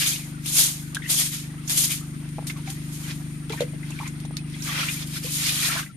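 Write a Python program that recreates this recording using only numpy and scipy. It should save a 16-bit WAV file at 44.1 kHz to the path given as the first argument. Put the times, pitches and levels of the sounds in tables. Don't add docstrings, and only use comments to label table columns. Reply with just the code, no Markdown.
import sys
import numpy as np
from scipy import signal
from scipy.fft import rfft, irfft, next_fast_len
from scipy.io import wavfile
from scipy.ndimage import uniform_filter1d

SR = 44100
rng = np.random.default_rng(int(sys.argv[2]) if len(sys.argv) > 2 else 0)


def undo_db(level):
    steps = np.asarray(level, float) / 20
    return 10 ** steps


def master_out(mix):
    frames = np.transpose(np.atleast_2d(mix))
    ceiling = np.clip(frames, -1, 1)
    pcm = np.round(ceiling * 32767).astype(np.int16)
    wavfile.write(sys.argv[1], SR, pcm)


N = 263056

STEP_S = .001


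def rms_one(x):
    return x / np.sqrt(np.mean(x ** 2) + 1e-20)


def in_time(rows):
    s, *columns = np.transpose(rows)
    return [np.interp(np.arange(N) / SR, s, c) for c in columns]


def colour(x, points, size=4096):
    hz, db = np.transpose(points)
    grid = np.maximum(np.arange(size // 2 + 1) * SR / size, 1)
    cepstrum = irfft(np.log(undo_db(np.interp(np.log(grid), np.log(hz), db))))
    cepstrum[1:size // 2] *= 2
    cepstrum[size // 2 + 1:] = 0
    response = irfft(np.exp(rfft(cepstrum)))
    return signal.fftconvolve(np.atleast_2d(x), response[None], axes=1)[:, :N]


def drift(rate):
    r = np.exp(-2 * np.pi * rate / SR)
    noise = rng.standard_normal(N + 20000)
    return rms_one(signal.lfilter([1], [1, -2 * r, r * r], noise)[20000:])


def band(x, low_hz, high_hz):
    return rms_one(signal.sosfilt(signal.butter(2, [low_hz, high_hz], "band", fs=SR, output="sos"), x))


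def grains(per_s, spread_db):
    sizes = undo_db(spread_db * np.minimum(rng.exponential(1, N), 5)) * rng.choice([-1, 1], N)
    return sizes * (rng.random(N) < per_s / SR)


def ring(clicks, hz, t60):
    r, w = undo_db(-60 / (t60 * SR)), 2 * np.pi * hz / SR
    return signal.lfilter([0, np.sin(w)], [1, -2 * r * np.cos(w), r * r], clicks + 1e-18)


def add(out, s, sound):
    i = round(s * SR)
    out[..., i:i + sound.shape[-1]] += sound[..., :N - i]


def pair(likeness):
    mid, side = rng.standard_normal((2, N))
    return np.sqrt(1 + likeness) * mid + np.sqrt(1 - likeness) * side * np.array([[1], [-1]])


def patchy(x, spread_db):
    _, _, cells = signal.stft(x, nperseg=256)
    field = rng.standard_normal(cells.shape[1:])
    for size, axis in ((5, 0), (5, 0), (9, 1), (9, 1)):
        field = uniform_filter1d(field, size=size, axis=axis)
    return signal.istft(cells * undo_db(spread_db * rms_one(field)), nperseg=256)[1][:, :N]


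def lag(x, seconds):
    keep = np.exp(-STEP_S / seconds)
    return signal.lfilter([1 - keep], [1, -keep], x)


def background():
    # pitch_hz, density_db (per Hz)
    air_colour = [(18, -53), (30, -13), (80, -16), (124, 5), (153, 33.5), (209, 3), (300, 3), (388, -28.5),
                  (543, -71), (1700, -33), (1980, -23), (7600, -69), (9340, -21), (13100, -65),
                  (14500, -84)]
    far = colour(pair(0.033), [(300, -30), (420, -5), (421, 8.5)])
    air = undo_db(-49.5) * rms_one(colour(far, air_colour)) * undo_db(1.0 * drift(23))
    rumble = undo_db(-47.0) * band(band(pair(0.17), 58, 314), 58, 314)
    insect_hz, insect_width_hz, insect_db = 9000, 920, -53
    low_hz, high_hz = insect_hz - insect_width_hz / 2, insect_hz + insect_width_hz / 2
    chorus = band(rng.standard_normal(N), low_hz, high_hz)
    return air + rumble + undo_db(insect_db) * chorus * undo_db([[3], [-10]])


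def generator():
    # multiple (of the firing rate), level_db
    harmonics = [(1, -32), (2, -16), (3, -19), (4, -19), (5, -9), (6, 0), (7, -8), (8, -19), (9, -12),
                 (10, -18), (11, -12), (12, -14), (13, -17), (14, -26), (15, -31)]
    # time_s, level_db
    throb = [(0.0, -35.5), (0.11, -37), (0.48, -36), (0.78, -38.5), (0.81, -36.5), (1.39, -37.5),
             (1.41, -36.5), (2.57, -34.5), (4.47, -34.5), (5.14, -35.5), (5.83, -36.5), (5.88, -46),
             (5.96, -52)]
    # time_s, firing_late_s
    late = [(.1, .0037), (.45, .0037), (1.0, .0005), (1.5, 0), (1.9, .0013), (2.4, .0007), (2.8, .0013),
            (4.9, .0016), (5.8, .0002)]
    firing_hz, first_s = 24.95, .0335
    hunt_s, hunt_period_s, hunt_latest_s = .0008, 1.55, 2.72
    at = np.arange(first_s - 1 / firing_hz, N / SR, 1 / firing_hz)
    hunting = hunt_s * np.cos(2 * np.pi * (at - hunt_latest_s) / hunt_period_s)
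    at = at + hunting
    at = at + np.interp(at, *np.transpose(late))
    luck = rng.standard_normal((len(at), 2))
    pulses = np.zeros(N)
    firings = np.clip((at + .0002 * luck[:, 0]) * SR, 0, N - 1).astype(int)
    pulses[firings] = -undo_db(0.4 * luck[:, 1])
    exhaust = colour(pulses, [(k * firing_hz, db) for k, db in harmonics] + [(900, -80)], size=32768)

    size = next_fast_len(N + SR // 10, True)
    hz = np.arange(size // 2 + 1) * SR / size
    reflected_from_hz, reflected_lag_s = 237, .014
    upper = np.clip((hz - reflected_from_hz) / 16 + .5, 0, 1)
    paths = 1 - upper + upper * np.exp(-2j * np.pi * hz * reflected_lag_s)
    chamber_hz, chamber_width_hz = 300, 60
    chamber = np.exp(-2j * np.arctan2(chamber_width_hz * hz, chamber_hz ** 2 - hz ** 2))
    half_beat = .42
    beat = 1 - 1j * half_beat * np.exp(-1j * np.pi * hz / firing_hz)
    beat = beat * np.exp(-.4j) / np.hypot(1, half_beat)
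    paths = paths * np.where((hz > 190) & (hz < 310), beat, 1)
    exhaust = irfft(rfft(exhaust, size) * paths * chamber, size)[:, :N]
    return undo_db(in_time(throb)[0]) * rms_one(exhaust) * undo_db([[.5], [-.5]])


def hut(x):
    t60_s = 0.1
    t = np.arange(SR // 3) / SR
    tail = rng.standard_normal((2, len(t))) * undo_db(-60 * t / t60_s) * (t > .004)
    tail = signal.lfilter([.5], [1, -.5], tail)
    tail = tail / np.sqrt(np.sum(tail ** 2, axis=1, keepdims=True))
    return signal.fftconvolve(x, tail, axes=1)[:, :N]


def mug():
    # pitch_hz, level_db, t60_s
    modes = [(496, 0, 0.11), (560, 1, 0.11), (900, -18, .04), (1642, -22, .06), (2040, -18, .05),
             (2715, -4, 0.024)]
    at_s, level_db, bounce_s, bounce_db = 3.6062, -20.5, .0138, -3
    blow = np.zeros(N)
    add(blow, at_s, np.hanning(22) / 10)
    add(blow, at_s + bounce_s, undo_db(bounce_db) * np.hanning(60) / 30)
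    body = sum(undo_db(db) * ring(blow, hz, t60) for hz, db, t60 in modes)
    return undo_db(level_db) * signal.sosfilt(signal.butter(3, 380, "high", fs=SR, output="sos"), body)


def knocks():
    # start_s, peak_db, centre_hz, t60_s
    taps = [(2.384, -23, 784, 0.013), (2.39, -21, 795, 0.0063), (2.426, -34, 790, 0.012),
            (4.25, -32.5, 820, 0.011), (4.309, -29, 800, 0.0056)]
    out, click = np.zeros(N), np.r_[np.hanning(16) / 7, np.zeros(SR // 20)]
    for s, db, hz, t60 in taps:
        overtone = 0.16 * ring(click, 2.78 * hz, t60 / 2)
        add(out, s, undo_db(db + 0.5) * (ring(click, hz, t60) + overtone))
    return out


def plops():
    # start_s, peak_db, pitch_hz, t60_s
    stick_plops = [(.0245, -24, 2750, .039), (.037, -25, 3100, 0.04), (.0594, -18.5, 3510, .06),
                   (.159, -25, 2850, 0.04), (.16, -28, 3800, .03), (1.0191, -35, 2000, .04),
                   (1.098, -24, 3570, .04), (1.909, -24, 3390, 0.04), (4.6723, -28, 2240, .036),
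                   (4.7441, -24, 2960, .033), (4.777, -24, 2000, 0.057), (4.8294, -25, 1360, .069),
                   (4.8846, -16, 2360, 0.073), (5.025, -29, 3380, 0.061), (5.4894, -22.5, 2420, 0.058),
                   (5.689, -21.5, 1730, .086), (5.7194, -22, 2170, .043), (5.8294, -29, 1530, 0.036),
                   (5.8621, -35, 1960, 0.068)]
    # start_s, peak_db, pitch_hz, t60_s, roughness (0-1)
    gurgles = [(.9682, -14.5, 1560, 0.021, .1), (2.561, -41, 1110, .06, .15), (2.675, -36, 754, 0.11, .02),
               (3.501, -27, 423, .09, 0.2), (3.503, -34, 872, .06, .3), (.961, -30, 1500, .02, .3),
               (3.531, -28, 873, .069, 0.5), (3.635, -32, 480, 0.1, .4), (3.734, -37.5, 453, 0.085, 0.7),
               (3.9, -41, 840, 0.13, .6), (3.994, -42, 1190, .052, 0.2), (4.01, -25, 1080, 0.04, 0.3),
               (4.066, -40, 1026, .082, .1), (5.245, -35, 490, 0.11, 0.28), (5.269, -38, 1020, 0.065, 0.5),
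               (5.754, -37, 653, .11, .02), (5.762, -28.5, 1010, 0.073, 0.4),
               (5.779, -40.5, 1170, 0.067, .3)]
    # start_s, peak_db, pitch_hz, t60_s, left_right_db
    drips = [(2.4974, -20, 2050, 0.04, -4), (2.6743, -33, 2290, .064, 3), (3.0794, -40, 3400, .05, -.5),
             (3.496, -34, 1330, .03, -1), (3.503, -33, 2020, .04, 0), (3.497, -34, 2530, .04, 0),
             (3.5254, -30, 2310, .069, 3), (3.5753, -35, 1800, 0.098, 12), (3.5947, -33, 2370, .056, 1.5),
             (3.6294, -39, 2006, .07, 14), (3.8302, -33.5, 2000, .05, 8), (3.92, -34, 2620, .047, -1),
             (3.988, -25, 2300, .042, 2), (2.499, -28, 2600, 0.03, -2), (4.5431, -29, 3250, 0.025, 1.5)]
    rows = [(*row[:4], -2, row[4]) for row in gurgles]
    rows += [(*row, 0.39) for row in drips]
    rows += [(*row, 1.5, 0.43) for row in stick_plops]
    out, t = np.zeros((2, N)), np.arange(SR // 5) / SR
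    for s, db, hz, t60, pan_db, rough in rows:
        t60, rough = np.clip(t60, .012, .14), np.clip(rough, 0, 1)
        tone = np.sin(2 * np.pi * hz * t * (1 + 0.094 * t / t60))
        noise = rng.standard_normal((2, len(t)))
        cluster = band(noise, hz / (1.19 + 0.15 * rough), hz * (0.94 + 0.74 * rough))
        swell = (1 - np.exp(-t / 0.00059)) * undo_db(-60 * t / t60)
        level = undo_db(db + 1.0 + np.array([[.5], [-.5]]) * pan_db)
        add(out, s, level * swell * ((1 - rough) * tone + rough * cluster))
    return out


def squeaks():
    # start_s, length_s, level_db,
    # first_pitch_hz, last_pitch_hz
    whistles = [(.012, .05, -27, 2600, 3500), (.016, .025, -28, 1650, 1700), (.065, .04, -25, 6500, 6400),
                (.068, .014, -26, 5750, 5800), (.112, .036, -27, 3200, 3650), (.127, .022, -31, 2450, 2600),
                (.195, .065, -39, 2450, 2100), (.455, .02, -33, 3000, 3050), (.465, .035, -29, 3600, 3800),
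                (.58, .055, -26, 3100, 4300), (.946, .02, -30, 3800, 3400), (1.018, .03, -31, 2050, 2000),
                (1.019, .018, -35, 3400, 3500), (1.037, .05, -35, 2500, 3100),
                (1.036, .062, -31, 1850, 2100), (1.17, .055, -24, 3100, 3700),
                (1.332, .025, -30, 2900, 3600), (1.89, .05, -30, 2150, 2500), (1.9, .03, -26, 3300, 3500),
                (2.005, .045, -42, 1200, 1250), (2.155, .05, -31, 225, 240), (2.47, .022, -35, 4200, 4100),
                (3.572, .015, -38, 1500, 1500), (3.59, .012, -35, 1550, 1600), (4.0, .014, -31, 820, 950),
                (4.018, .022, -33, 1050, 800), (4.027, .025, -38, 1800, 2200),
                (4.052, .024, -32, 2400, 2000), (4.065, .015, -40, 1500, 1500),
                (4.075, .014, -36, 2250, 2250), (4.598, .02, -38, 3400, 4100),
                (4.685, .03, -32, 1150, 1250), (4.79, .03, -26, 3300, 2700), (4.89, .015, -28, 3450, 3500),
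                (5.16, .025, -36, 1400, 1550), (5.245, .045, -36, 3000, 3050), (5.59, .03, -34, 1200, 1300),
                (5.688, .035, -29, 1300, 1500), (5.79, .02, -30, 1450, 1500), (5.89, .03, -43, 1400, 1350),
                (5.86, .07, -40, 195, 190), (5.93, .05, -45, 128, 128)]
    width, rise = .2, .2
    out = np.zeros((2, N))
    for s, length, db, first_hz, last_hz in whistles:
        u = np.linspace(0, 1, int(np.clip(length, .005, .2) * SR))
        knots = rng.standard_normal((2, 2, 80))
        at = u * min(length * first_hz * width, 79)
        flutter = [[np.interp(at, np.arange(80), k) for k in side] for side in knots + knots[0]]
        flutter = np.array(flutter) / 2
        steady = 600 / first_hz
        turn = np.cumsum(first_hz + (last_hz - first_hz) * u) * 2 * np.pi / SR
        shape = np.sqrt(np.clip(np.minimum(u / rise, (1 - u) / .5), 0, 1))
        whistle = (steady + 2 * flutter[:, 0]) * np.sin(turn) + 2 * flutter[:, 1] * np.cos(turn)
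        add(out, s, undo_db(db - 12.5) * shape * whistle)
    return out


def snaps():
    # start_s, peak_db, centre_hz, t60_s, tick_share (0-1)
    bursts = [(0.458, -28, 9000, 0.13, 0.2), (0.946, -25, 8600, 0.054, 0.26),
              (0.9528, -28, 3460, 0.045, 0.37), (1.1237, -29, 9740, 0.06, 0.5),
              (1.6756, -32, 6600, 0.1, 0.3), (1.695, -20, 8850, 0.085, 0.44),
              (2.2877, -42, 9070, 0.06, 0.4), (2.4684, -28.5, 8850, 0.095, 0.43),
              (2.7003, -29.5, 8900, 0.084, 0.53), (3.495, -32, 3280, 0.06, 0.6),
              (3.5212, -33, 3700, 0.15, 0.48), (3.605, -28, 3700, 0.072, 0.35),
              (3.9038, -33.5, 7750, 0.074, 0.63), (4.0752, -32.5, 6800, 0.059, 0.4),
              (4.2006, -41, 8770, 0.06, 0.4), (4.2507, -40.5, 3670, 0.055, 0.3),
              (4.3104, -48.5, 9320, 0.049, 0.5), (4.3676, -23, 4400, 0.04, 0.5),
              (0.967, -33, 3400, .03, .3), (2.675, -40, 2500, .04, .4), (4.4975, -43.5, 9300, 0.072, 0.5),
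              (4.621, -36, 5500, 0.13, 0.2), (5.1382, -33, 10700, 0.06, 0.5)]
    out, t = np.zeros((2, N)), np.arange(SR // 5) / SR
    for s, db, hz, t60, tick in bursts:
        noise = rng.standard_normal((2, len(t)))
        bright = band(noise, 1960, 10700) + 0.92 * band(noise, 0.85 * hz, 1.18 * hz)
        dying = (1 - np.clip(tick, 0, 1)) * undo_db(-60 * t / np.clip(t60, .008, .2))
        dying = dying + 2 * tick * np.exp(-((t - .002) / 0.00019) ** 2)
        add(out, s, undo_db(db + 0.5) * bright * dying * (1 - np.exp(-t / 0.0009)))
    return out


def swell_of(s, db, rise_s, fall_s):
    roundness = 1.07
    t = np.arange(0, N / SR, STEP_S) - s
    return undo_db(2 * (db - 20 * np.where(t < 0, -t / rise_s, t / fall_s) ** roundness))


def motion():
    # peak_s, hiss_db, rise_20db_s, fall_20db_s, water_db (re hiss)
    sweeps = [(.029, -23.5, .424, .106, -1.7), (.075, -20.5, .043, .16, -9.6),
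              (.481, -26.4, .046, .192, -13.3), (.592, -14, .09, .17, -13.7),
              (1.104, -17.5, .024, .165, -14), (1.211, -18.3, .112, .059, -12),
              (1.263, -23.5, .103, .06, -12), (1.339, -30.7, .074, .139, -5),
              (1.705, -20.7, .024, .108, -11), (1.779, -19, .043, .133, -13.9),
              (1.852, -21.3, .14, .074, -15.4), (1.918, -24, .048, .085, -6),
              (5.174, -31.3, .093, .041, -2.3), (5.239, -33.1, .027, .863, -5.9),
              (5.332, -27.4, .035, 1.267, -25.3), (5.493, -28.2, .169, .16, 4), (5.676, -25, .5, .07, -5)]
    # peak_s, slosh_db, rise_20db_s, fall_20db_s, pitch_hz
    splashes = [(1.04, -46, .02, .3, 2200), (2.504, -36, .02, .027, 2300), (2.573, -43.1, .021, .038, 1400),
                (2.682, -42, .067, .171, 2860), (3.118, -37.6, .197, .038, 2260),
                (3.501, -41.4, .016, .212, 2310), (3.625, -37.5, .086, .021, 2100),
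                (3.884, -46, .113, .45, 2380), (4.035, -42, .072, .042, 1110),
                (4.075, -40.7, .104, .013, 2000), (4.376, -45, .015, .05, 3900),
                (4.535, -45, .08, .15, 3200), (4.677, -30, .03, .382, 2200),
                (4.811, -26.4, .192, .132, 2300), (5.028, -36.5, .094, .029, 3500),
                (5.725, -27.5, .3, .143, 2200), (5.795, -32, .111, .07, 1670)]
    # peak_s, hiss_db, rise_20db_s, fall_20db_s
    sprays = [(2.475, -32, .014, .07), (2.712, -37.8, .065, .109), (2.948, -40.2, .137, .564),
              (3.04, -48.6, 2.004, .312), (3.535, -43.1, .063, .257), (4.05, -49.7, .785, .36),
              (4.655, -33.5, .085, .338), (4.866, -37, .067, .198), (4.946, -32, .325, .128),
              (5.074, -36.1, .013, .053)]
    # time_s, level_db
    close = [(5.8, 0), (5.89, -19), (5.96, -32)]
    broom_hz, still_hz = 3394, 1903
    pushes = pushed = splashed = pitched = landing = 0
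    for s, db, rise_s, fall_s, wet_db in sweeps:
        push = swell_of(s, db, rise_s, fall_s)
        pushes = pushes + push
        pushed = pushed + undo_db(2 * wet_db) * push
        if rise_s < .03:
            landing = landing + swell_of(s, db, rise_s, .1)
    for s, db, rise_s, fall_s, hz in splashes:
        splash = swell_of(s, db, rise_s, fall_s)
        splashed = splashed + splash
        pitched = pitched + splash * np.log(hz)
    drain = undo_db(2 * -23.8) * lag(pushes, .128)
    spray = sum(swell_of(*row) for row in sprays) + undo_db(2 * -8) * splashed
    hiss = pushes + spray + drain + undo_db(2 * -66)
    still = undo_db(2 * -52.8)
    water = pushed + splashed + still
    centre_hz = np.exp((pitched + pushed * np.log(broom_hz) + still * np.log(still_hz)) / water)
    wash = undo_db(2 * -18) * splashed + undo_db(2 * -33) * pushes + undo_db(2 * -27) * landing + undo_db(2 * -58.5)
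    levels_db = 10 * np.log10(np.c_[hiss, water, wash])
    curves = np.c_[np.arange(len(hiss)) * STEP_S, levels_db, centre_hz]
    hiss_db, slosh_db, wash_db, centre_hz = in_time(curves)
    close_db, = in_time(close)
    return hiss_db + close_db, slosh_db + close_db / 2, wash_db + close_db / 2, centre_hz


def bubbles(centre_hz, per_s, cycles, spread_db):
    left_lag = 12
    out, t = np.zeros((2, N)), np.arange(SR // 16) / SR
    for when, octave, size, life, side in rng.random((2000, 5))[:int(per_s * N / SR)]:
        hz = np.clip(centre_hz[int(when * N)] * 2 ** (1.5 * (octave - .5)), 900, 5000)
        t60 = cycles * (0.19 + 1.44 * life) / hz
        whistle = np.sin(2 * np.pi * hz * t * (1 + 0.051 * t / t60))
        whistle = whistle * (1 - np.exp(-t / 0.0024)) * undo_db(-60 * t / t60)
        placed = np.array([np.roll(whistle, left_lag), whistle])
        placed = placed * undo_db(13 * (side - .5) * np.array([[1], [-1]]))
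        add(out, when * N / SR, placed * undo_db(-spread_db * np.log(size + 0.0082)))
    return rms_one(out)


def slosh(slosh_db, wash_db, centre_hz):
    # pitch_hz, density_db (per Hz)
    rush_colour = [(530, -32), (900, -17.5), (1370, -6), (1520, -8), (2410, 0.5), (2870, -5), (3330, -1),
                   (6000, -11), (7800, -35), (13200, -120)]
    white, swell = pair(0.079), 0
    for hz in np.geomspace(1100, 4500, 8):
        near = np.exp(-.5 * (np.log2(hz / centre_hz) / .5) ** 2)
        swell = swell + near * band(white, hz / 1.135, hz * 1.134) * undo_db(2.1 * drift(16.6))
    rush = rms_one(colour(pair(.1) * undo_db(1.85 * drift(20)), rush_colour))
    wash = band(pair(.8) * undo_db(3.2 * drift(26)), 517, 1770)
    fizz = bubbles(centre_hz, 180, cycles=90, spread_db=3)
    water = 0.72 * rush + 0.52 * fizz + 0.54 * rms_one(swell)
    return undo_db(slosh_db) * water + undo_db(wash_db) * wash


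def bristles(hiss_db):
    # pitch_hz, density_db (per Hz)
    stick_colour = [(1470, -23), (2500, -14), (3160, -3.5), (5820, -6.5), (6650, -3.5), (7870, -0.5),
                    (9060, 1), (11400, -1.5), (14500, -9.5)]
    slips = np.abs(signal.lfilter([1], [1, -.9], grains(600, spread_db=3)))
    flicker = undo_db(1.1 * drift(16) + 0.69 * drift(120)) * (1 + 0.033 * rms_one(slips))
    scrub = colour(pair(0) * flicker, stick_colour)
    return undo_db(hiss_db) * rms_one(patchy(scrub, spread_db=0.9))


def scene():
    # time_s, level_db
    air_fade = [(0, -4), (5.8, -1), (5.9, -16), (5.96, -2)]
    hiss_db, slosh_db, wash_db, centre_hz = motion()
    hits = plops() + snaps() + knocks() + mug() + squeaks()
    work = bristles(hiss_db) + slosh(slosh_db, wash_db, centre_hz)
    near = work + hits + undo_db(-13.5) * hut(hits)
    return near + background() * undo_db(in_time(air_fade)[0]) + generator()


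def band_limit(x):
    return signal.sosfilt(signal.butter(12, 15280, fs=SR, output="sos"), x)


def record(dry):
    # pitch_hz, left_db, right_db
    ports = [(295, 2.5, 1.5), (3500, 0.5, -0.5), (5270, -1, 4), (6000, 1, 5), (6780, -15, 8.5),
             (7460, -2.5, 0.5), (8330, 3, -11.5), (8840, 3.5, -21.5), (9850, 2, -12.5), (12100, 3.5, -1.5),
             (14200, -0.5, 1.5)]
    hz, left_db, right_db = np.transpose(ports)
    left = colour(dry[0], np.c_[hz, left_db], size=1024)
    right = colour(dry[1], np.c_[hz, right_db], size=1024)
    steep = signal.ellip(14, .5, 70, 14280, fs=SR, output="sos")
    mix = signal.sosfilt(steep, np.vstack([left, right]))
    return band_limit(mix)


dry = scene()
out = record(dry)
master_out(out)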